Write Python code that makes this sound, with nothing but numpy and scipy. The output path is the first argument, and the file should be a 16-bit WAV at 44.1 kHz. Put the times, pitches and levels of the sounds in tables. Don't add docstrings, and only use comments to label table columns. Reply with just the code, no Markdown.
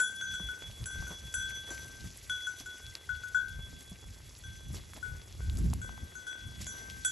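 import sys
import numpy as np
from scipy import signal
from scipy.fft import rfft, irfft, next_fast_len
from scipy.io import wavfile
from scipy.ndimage import uniform_filter1d, map_coordinates

SR = 44100
rng = np.random.default_rng(int(sys.argv[2]) if len(sys.argv) > 2 else 0)


def log_audio(samples):
    frames = np.atleast_2d(samples).T
    limited = np.clip(frames, -1, 1)
    pcm = np.round(limited * 32767).astype(np.int16)
    wavfile.write(sys.argv[1], SR, pcm)


N = 313551

CLAPPER_HITS = [(0.0, 0.25, 5, 3.5, -19, -33, -41.5, -47, -47, -48.5, -60, -37, -56, -32.5),
                (0.035, 0.21, -3, -2, -70, -70, -73, -75, -75, -75, -75, -33.5, -53, -60.5),
                (0.211, 0.4, 1.5, 1.2, -36, -32, -43.5, -46.5, -45.5, -73, -43.5, -59, -58, -60),
                (0.339, 0.25, -1.0, 0.5, -32.5, -41.5, -41, -54, -52, -49.5, -59, -54, -66, -51.5),
                (0.487, 0.34, 5.5, -1.35, -31.5, -46.5, -48, -52, -71, -56, -67, -63, -74, -58),
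                (0.857, 0.63, 4, 2.5, -41, -36, -50, -55.5, -46, -48.5, -58, -47, -45.5, -53),
                (1.068, 0.25, 5.5, 2, -38.5, -47.5, -46, -50, -52, -55, -51, -72, -72, -62),
                (1.34, 0.55, 7, 1.4, -33.5, -45, -39, -47, -43, -72, -57, -49, -40.5, -44),
                (1.704, 0.25, 5, 0, -65, -47, -56, -62, -49.5, -52, -56, -49, -61, -57),
                (2.296, 0.49, 6, -1.6, -29.5, -58, -38.5, -47.5, -46, -56, -55, -47, -53, -47),
                (2.469, 0.23, 7.5, 0, -27, -58, -52.5, -58, -52, -67, -57, -49.5, -61, -55),
                (2.659, 0.54, 3.5, -2.5, -38, -60.5, -52, -56, -63, -62, -72, -58, -72, -63),
                (3.091, 0.32, 11.0, 3.5, -26.5, -59, -46, -58, -62.5, -79, -72, -71, -71, -71),
                (3.235, 0.38, 8.0, -2, -33.5, -60, -62, -63, -72, -72, -53, -64, -72, -65),
                (3.346, 0.34, 8, -2, -19.5, -36, -52, -54.5, -62.5, -61, -63, -50, -72, -58),
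                (4.437, 0.33, 7, -2.5, -55.5, -40.5, -52.5, -68, -54.5, -81, -71, -70, -73, -64),
                (5.027, 0.41, 25, 3.5, -31.5, -66, -60, -76, -69, -79, -72, -68, -62, -65),
                (5.403, 0.7, 15, -1, -51, -49, -65, -76, -76, -76, -75, -72, -78, -77),
                (5.815, 0.37, 7.5, -2.6, -38, -42, -53.5, -67, -69, -61, -55, -58, -63, -53),
                (6.152, 0.47, 10.0, 2.2, -39, -54, -61.5, -63, -58, -67, -56, -60, -64, -60),
                (6.267, 0.55, 5.5, -2, -35, -40.5, -47, -61, -65, -55.5, -59.5, -62, -57, -57),
                (6.666, 0.46, 8, -1.5, -44.5, -40, -55.5, -62, -50, -51, -43, -47, -54, -49),
                (7.048, 0.23, 1, 0, -25.5, -46, -41, -47.5, -43, -47.5, -41, -32.5, -50.5, -38)]
# family number, pitch in Hz, level trim in dB, t60 in seconds, pan in dB.
WALL_MODES = [(1, 1555, 0, 1.6, 1.5), (2, 3378, 0, 3.3, 1), (3, 3385.6, 0, 3.3, -1), (4, 6022, 0, 1.35, 0),
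              (5, 5936, 0, 1.35, -3), (6, 6487, 0, .3, 4), (7, 7272, 1, .24, -1), (7, 6932, -7, .3, -1),
              (8, 7704, -1, .36, 10), (8, 10078, -1, .3, -8), (9, 7900, 1, .19, 1), (9, 10466, -5, .25, -7),
              (9, 9430, -3, .33, -8)]
HUM, TWIN = 1, 3
# time in seconds, clonk pitch in Hz, left-side lag in radians.
BELL_SWAY = [(0, 1493, 0.71), (.5, 1489, 1), (1.4, 1490, 0.86), (2.4, 1484, 0.4), (3.2, 1485, 0.67),
             (4.44, 1490, 1.1), (5.03, 1486, 3), (5.8, 1492, 3.8), (6.2, 1493, 1.17), (6.67, 1487, 3.85),
             (7.051, 1498, 1.93)]
# time in seconds, gain in dB.
HUM_RIDE = [(.5, -3.5), (.87, -6.5), (1, 2.5), (1.1, -1.5), (1.18, -7), (1.28, 4), (1.45, 13.5), (1.87, 3),
            (2.06, 7.5), (2.2, -10), (2.3, 10.5), (2.73, -1), (2.88, 17), (3.62, -7), (3.98, -7.5),
            (4.2, 0.5), (4.75, -14), (5.7, -3.5), (6.67, -4), (6.95, 5.5)]
# start in seconds, level in dB, thump pitch in Hz, grit against the thump in dB.
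HOOF_FALLS = [(.404, -36, 181, -34), (.619, -47, 396, -4), (1.105, -37.5, 172, -6.5),
              (1.708, -40.5, 340, -7.5), (2.042, -40, 179, -18), (2.604, -44.5, 272, -10),
              (3.59, -45, 149.9, -11.5), (3.916, -37, 185, -22.5), (4.968, -45.5, 450, -6),
              (5.655, -25.5, 146, -42), (6.032, -44, 238, -20)]
# start in seconds, relative peak in dB, tone in Hz.
CRACKS = [(.623, -36, 1900), (.841, -31, 4000), (1.025, -36.5, 850), (1.779, -33.5, 2600),
          (2.105, -35.5, 6000), (2.606, -42, 3000), (2.866, -33.5, 5000), (2.953, -22.5, 4470),
          (3.484, -38, 4500), (3.809, -36, 7600), (3.988, -44, 5200), (4.352, -41, 3850),
          (4.837, -46, 1700), (4.935, -34.5, 1360), (4.965, -37, 2640), (5.217, -39, 4600),
          (5.326, -35.5, 6200), (5.498, -31, 3630), (5.572, -28.5, 6750), (5.733, -33, 940),
          (5.737, -21, 9900), (5.893, -36, 900), (5.978, -38, 1000), (6.330, -37.5, 2200),
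          (6.645, -29, 8000), (6.9, -31, 3740)]
# crest time in seconds, fade in seconds, relative stalk and soil levels in dB.
LEG_DRAGS = [(0, 0.017, -53, -48.5), (.32, 0.032, -57, -68), (.55, 0.12, -70, -63),
             (1.02, 0.046, -58.5, -59), (1.12, 0.078, -66, -58.5), (1.5, 0.027, -56, -73),
             (1.72, 0.091, -58, -56), (2.6, 0.027, -56, -68), (3.81, 0.03, -60.5, -60.5),
             (4.755, 0.039, -54.5, -52.5), (4.97, 0.011, -61, -51.5), (5.59, 0.097, -61, -60),
             (6.615, 0.035, -51.5, -59.5), (6.76, 0.16, -62.5, -59.5), (7.06, 0.039, -61, -78)]
# time in seconds, relative stalk and soil levels in dB.
HERD_BED = [(0, -63.5, -65.5), (1.1, -61.5, -62), (2.4, -62, -64.5), (3.3, -65, -66), (4.5, -65, -66),
            (5.5, -64.5, -63.5), (6.3, -65.5, -63), (7.1, -60.5, -66)]
# frequency in Hz, gain in dB.
STALK_EQ = [(900, -18), (1500, -8.5), (2100, 0.5), (3000, -2), (4800, 0), (7000, 0.5), (9000, -0.5),
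            (11950, -2)]
SOIL_EQ = [(180, -2.5), (380, 1.5), (750, -5.5), (1200, -7.5), (2000, -11.5), (3500, -38)]
# crest time in seconds, fade in seconds, relative rumble and turbulence levels in dB.
WIND_PUFFS = [(.46, 0.035, -40, -58), (.7, 0.053, -46.5, -62), (.825, 0.028, -36.5, -50),
              (1.0, 0.066, -38.5, -49.5), (1.255, 0.033, -43.5, -54), (1.38, 0.038, -44.5, -60),
              (1.81, 0.11, -52, -56.5), (2.05, 0.05, -43.5, -47.5), (2.87, 0.049, -47, -61),
              (3.14, 0.069, -46, -65), (3.59, 0.095, -42, -60), (3.74, 0.053, -52, -51.5),
              (4.49, 0.084, -45.5, -59.5), (4.72, 0.073, -39, -47), (5.13, 0.073, -41.5, -68),
              (5.49, 0.1, -31, -49.5), (5.655, 0.1, -27.5, -34.5), (6.03, 0.031, -40, -51.5),
              (6.47, 0.054, -43, -52.5), (6.61, 0.081, -44.5, -47.5)]
# time in seconds, relative rumble and turbulence levels in dB.
BREEZE_BED = [(0, -65, -61.5), (.3, -59.5, -63), (1.1, -53.5, -61), (1.7, -53.5, -62), (2.28, -60, -76),
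              (2.8, -61, -73), (3.4, -54, -61.5), (4.2, -53, -64.5), (5.3, -54.5, -61), (5.9, -47, -53),
              (6.12, -59.5, -64), (6.36, -63.5, -69), (6.8, -53.5, -58.5)]
# frequency in Hz, gain in dB.
RUMBLE_EQ = [(15, -37), (28, -24), (42, -4), (68, 0.5), (100, -3.5), (140, -14), (220, -42)]
TURBULENCE_EQ = [(80, -15.5), (130, -4.5), (180, -5), (235, -9.5), (330, -18), (800, -54)]
PIP_STARTS = [2.922, 2.4, 3.035]
# frequency in Hz, phase shift of the left port in radians.
PORT_SHIFT = [(7500, 0), (7950, 0), (8400, -np.pi), (9550, -np.pi), (10050, -5), (10450, -2 * np.pi)]


def goat_bell(clonk_rise_s=.0019, rise_cycles=3, detune_hz=.29, aim_db=3, graze_s=.06, rebound_s=.11):
    clonk, knocks = np.zeros((2, 2, N))
    walls = np.zeros((len(WALL_MODES), 2, N))
    starts = [hit[0] for hit in CLAPPER_HITS]
    pauses = np.diff(starts, prepend=-1)
    sway_s, sway_hz, sway_lag = np.transpose(BELL_SWAY)
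    for (start, clonk_t60, pan_db, twin_phase, *family_db), pause in zip(CLAPPER_HITS, pauses):
        free_s = min([later for later in starts if later > start + graze_s] + [N / SR]) - start
        clonk_hz = np.interp(start, sway_s, sway_hz)
        lag = np.interp(start, sway_s, sway_lag)
        air_tone = partial(clonk_hz, clonk_t60, free_s, clonk_rise_s, lag)
        add(clonk, start, from_db(family_db[0]) * panned(pan_db) * air_tone)
        for wall, (family, hz, trim_db, t60, side_db) in zip(walls, WALL_MODES):
            scatter_db, detune, aim, spot = rng.standard_normal(4)
            is_hum = family == HUM
            gain = from_db(family_db[round(family)] + trim_db + scatter_db)
            pan = panned(side_db + (pan_db if is_hum else aim_db * aim))
            phase = (family == TWIN) * twin_phase + .18 * spot
            tone = partial(hz + detune_hz * detune, t60, free_s, rise_cycles / hz, is_hum * lag, phase)
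            add(wall, start, gain * pan * tone)
        force = np.linalg.norm(from_db(family_db[2:]))
        force *= 1 - np.exp(-pause / rebound_s)
        add(knocks, start, from_db(-4) * force * clapper_knock())
    return clonk + through_ports(knocks + bell_turning(walls))


def partial(hz, t60, free_s, rise_s, lag=0., phase=0., choke_s=.011):
    t = np.arange(int((free_s + .03) * SR)) / SR
    attack = 1 - np.exp(-t / rise_s)
    decay = from_db(-60 * t / t60)
    choke = np.exp(-np.maximum(t - free_s, 0) / choke_s)
    return attack * decay * choke * np.sin(2 * np.pi * hz * t + phase + np.array([[-lag], [0]]))


def clapper_knock(decay_s=.0038, clack_hz=2400):
    t = np.arange(SR // 30) / SR
    decay = np.exp(-t / decay_s)
    tick_noise, clack_noise = rng.standard_normal((2, len(t)))
    tick = band(tick_noise * decay, 940, 11000, order=1)
    clack = rms_one(band(clack_noise, clack_hz / 1.7, clack_hz * 1.52)) * decay
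    return tick + from_db(-4) * clack


def bell_turning(walls, depth_db_per_khz=.6469, lobe_cycles=220):
    ringing = 0
    for wall, (family, hz, *_) in zip(walls, WALL_MODES):
        if family == HUM:
            lobe_db, = in_time(HUM_RIDE)
        elif family != TWIN:
            lobe_db = depth_db_per_khz * hz / 1000 * drift(hz / lobe_cycles)
        ringing = ringing + wall * from_db(lobe_db)
    return ringing


def hooves(attack_s=.00053, decay_cycles=2.23, grit_s=.018):
    out, t = np.zeros(N), np.arange(SR // 8) / SR
    for start, db, hz, grit_db in HOOF_FALLS:
        envelope = (1 - np.exp(-t / attack_s)) * np.exp(-t * hz / decay_cycles)
        thump = envelope * np.sin(2 * np.pi * hz * t)
        grit = rms_one(band(rng.standard_normal(len(t)), 230, 1020)) * np.exp(-t / grit_s)
        add(out, start, from_db(db) * (thump + from_db(grit_db) * grit))
    return out


def snaps(gain_db=1, tear_db=-13, tear_s=.0007, splinter_db=-31, splinter_s=.011):
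    out, t = np.zeros(N), np.arange(SR // 20) / SR
    clean_break = 2 * (t == 0)
    tail = from_db(tear_db) * np.exp(-t / tear_s) + from_db(splinter_db) * np.exp(-t / splinter_s)
    for start, db, hz in CRACKS:
        force = clean_break + tail * rng.standard_normal(len(t))
        body = band(force, hz / 1.4, hz * 1.15, order=1)
        crack = band(body, 350, 11900)
        add(out, start, from_db(db + gain_db) * crack / np.abs(crack).max())
    return out


def trampling(stalk_gain_db=7, soil_gain_db=2, edges_hz=(900, 2600, 4600, 7200, 11900)):
    drag_power = swell_power(LEG_DRAGS, rise_share=.59)
    stalk_level, soil_level = np.sqrt(drag_power + from_db(in_time(HERD_BED)) ** 2)
    crackle = sum(band(crunch(per_s=1200, size_db=3, clump_db=3.5), low, high)
                  for low, high in zip(edges_hz, edges_hz[1:]))
    rustle = rng.standard_normal(N) * from_db(2 * drift(60))
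    stalks = stalk_level * coloured(crackle + from_db(-3) * rustle, STALK_EQ)
    grit = crunch(per_s=600, size_db=3.7, clump_db=3)
    soil = soil_level * coloured(grit + from_db(-4) * wide_noise(side_db=.5), SOIL_EQ)
    return from_db(stalk_gain_db) * through_ports(stalks) + from_db(soil_gain_db) * soil


def crunch(per_s, size_db, clump_db):
    breaks = rng.random(N) < per_s / SR
    sizes = from_db(size_db * np.minimum(rng.exponential(1, N), 4.5))
    polarity = rng.choice([-1, 1], N)
    return rms_one(breaks * sizes * polarity * from_db(clump_db * drift(70)))


def wind(rumble_gain_db=.5, waver_db=3.5):
    breeze = from_db(np.array(in_time(BREEZE_BED)) + waver_db * drift(12))
    rumble_level, turbulence_level = np.sqrt(swell_power(WIND_PUFFS, rise_share=.83) + breeze ** 2)
    rumble = rumble_level * eddies(RUMBLE_EQ, side_db=-13.5, steady_s=.052)
    turbulence = turbulence_level * eddies(TURBULENCE_EQ, side_db=-3, steady_s=.064)
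    return from_db(rumble_gain_db) * rumble + turbulence


def eddies(eq, side_db, steady_s):
    swirl = coloured(wide_noise(side_db), eq)
    power = uniform_filter1d(np.mean(swirl ** 2, axis=0), int(steady_s * SR))
    return swirl / np.sqrt(power + 1e-6)


def far_bells(level_db=-64, t60=.74, count=22):
    out = np.zeros((2, N))
    for when, pitch, softness in rng.random((count, 3)):
        tone = partial(1920 + 220 * pitch, t60, free_s=t60, rise_s=.0022)
        add(out, when * N / SR, from_db(level_db - 2.1 * softness) * panned(-20) * tone)
    return out


def pips(level_db=-54, pitch_hz=2020, length_s=.015):
    out, t = np.zeros(N), np.arange(int(length_s * SR)) / SR
    for start in PIP_STARTS:
        add(out, start, np.hanning(len(t)) * np.sin(2 * np.pi * pitch_hz * t))
    return from_db(level_db) * out


def through_ports(x):
    size = next_fast_len(N + 4096)
    phase = np.interp(np.fft.rfftfreq(size, 1 / SR), *np.transpose(PORT_SHIFT))
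    left_shift = np.exp(1j * phase * np.array([[1], [0]]))
    return irfft(rfft(x, size) * left_shift, size)[:, :N]


def swell_power(rows, rise_share, steepness=1.2):
    power = 0
    for crest_s, fade_s, *levels_db in rows:
        t = np.arange(N) / SR - crest_s
        from_crest = np.maximum(t, -t / rise_share) / fade_s
        envelope = np.exp(-np.minimum(from_crest ** steepness, 20))
        power = power + np.outer(from_db(levels_db), envelope) ** 2
    return power


def drift(per_s):
    knots = rng.standard_normal(int(N / SR * per_s) + 4)
    fine = map_coordinates(knots, [np.arange(len(knots) * 10) / 10], order=2, mode="nearest")
    return np.interp(np.arange(N) / SR * per_s * 10, np.arange(len(fine)), fine)


def coloured(x, eq):
    hz, db = np.transpose(eq)
    size = next_fast_len(N + 4096)
    log_hz = np.log(np.fft.rfftfreq(size, 1 / SR) + 1)
    gain = from_db(np.interp(log_hz, np.log(hz), db, left=-80, right=-80))
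    return rms_one(irfft(rfft(x, size) * gain, size)[..., :N])


def band(x, low_hz, high_hz, order=2):
    sos = signal.butter(order, [low_hz, min(high_hz, .45 * SR)], "band", fs=SR, output="sos")
    return signal.sosfilt(sos, x)


def wide_noise(side_db):
    mid, side = rng.standard_normal((2, N))
    return mid + from_db(side_db) * side * np.array([[1], [-1]])


def panned(db):
    return rms_one(from_db([[db / 2], [-db / 2]]))


def in_time(rows):
    times, *columns = np.transpose(rows)
    return [np.interp(np.arange(N) / SR, times, column) for column in columns]


def add(out, start_s, sound):
    at = int(np.clip(round(start_s * SR), 0, N - 1))
    out[..., at:at + sound.shape[-1]] += sound[..., :N - at]


def from_db(db):
    return 10 ** (np.asarray(db) / 20)


def rms_one(x):
    return x / np.sqrt(np.mean(x ** 2) + 1e-20)


def scene():
    return goat_bell() + hooves() + through_ports(snaps()) + trampling() + wind() + far_bells() + pips()


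def record(dry):
    return signal.sosfilt(signal.ellip(10, .2, 70, 11900, fs=SR, output="sos"), dry)


dry = scene()
out = record(dry)
log_audio(out)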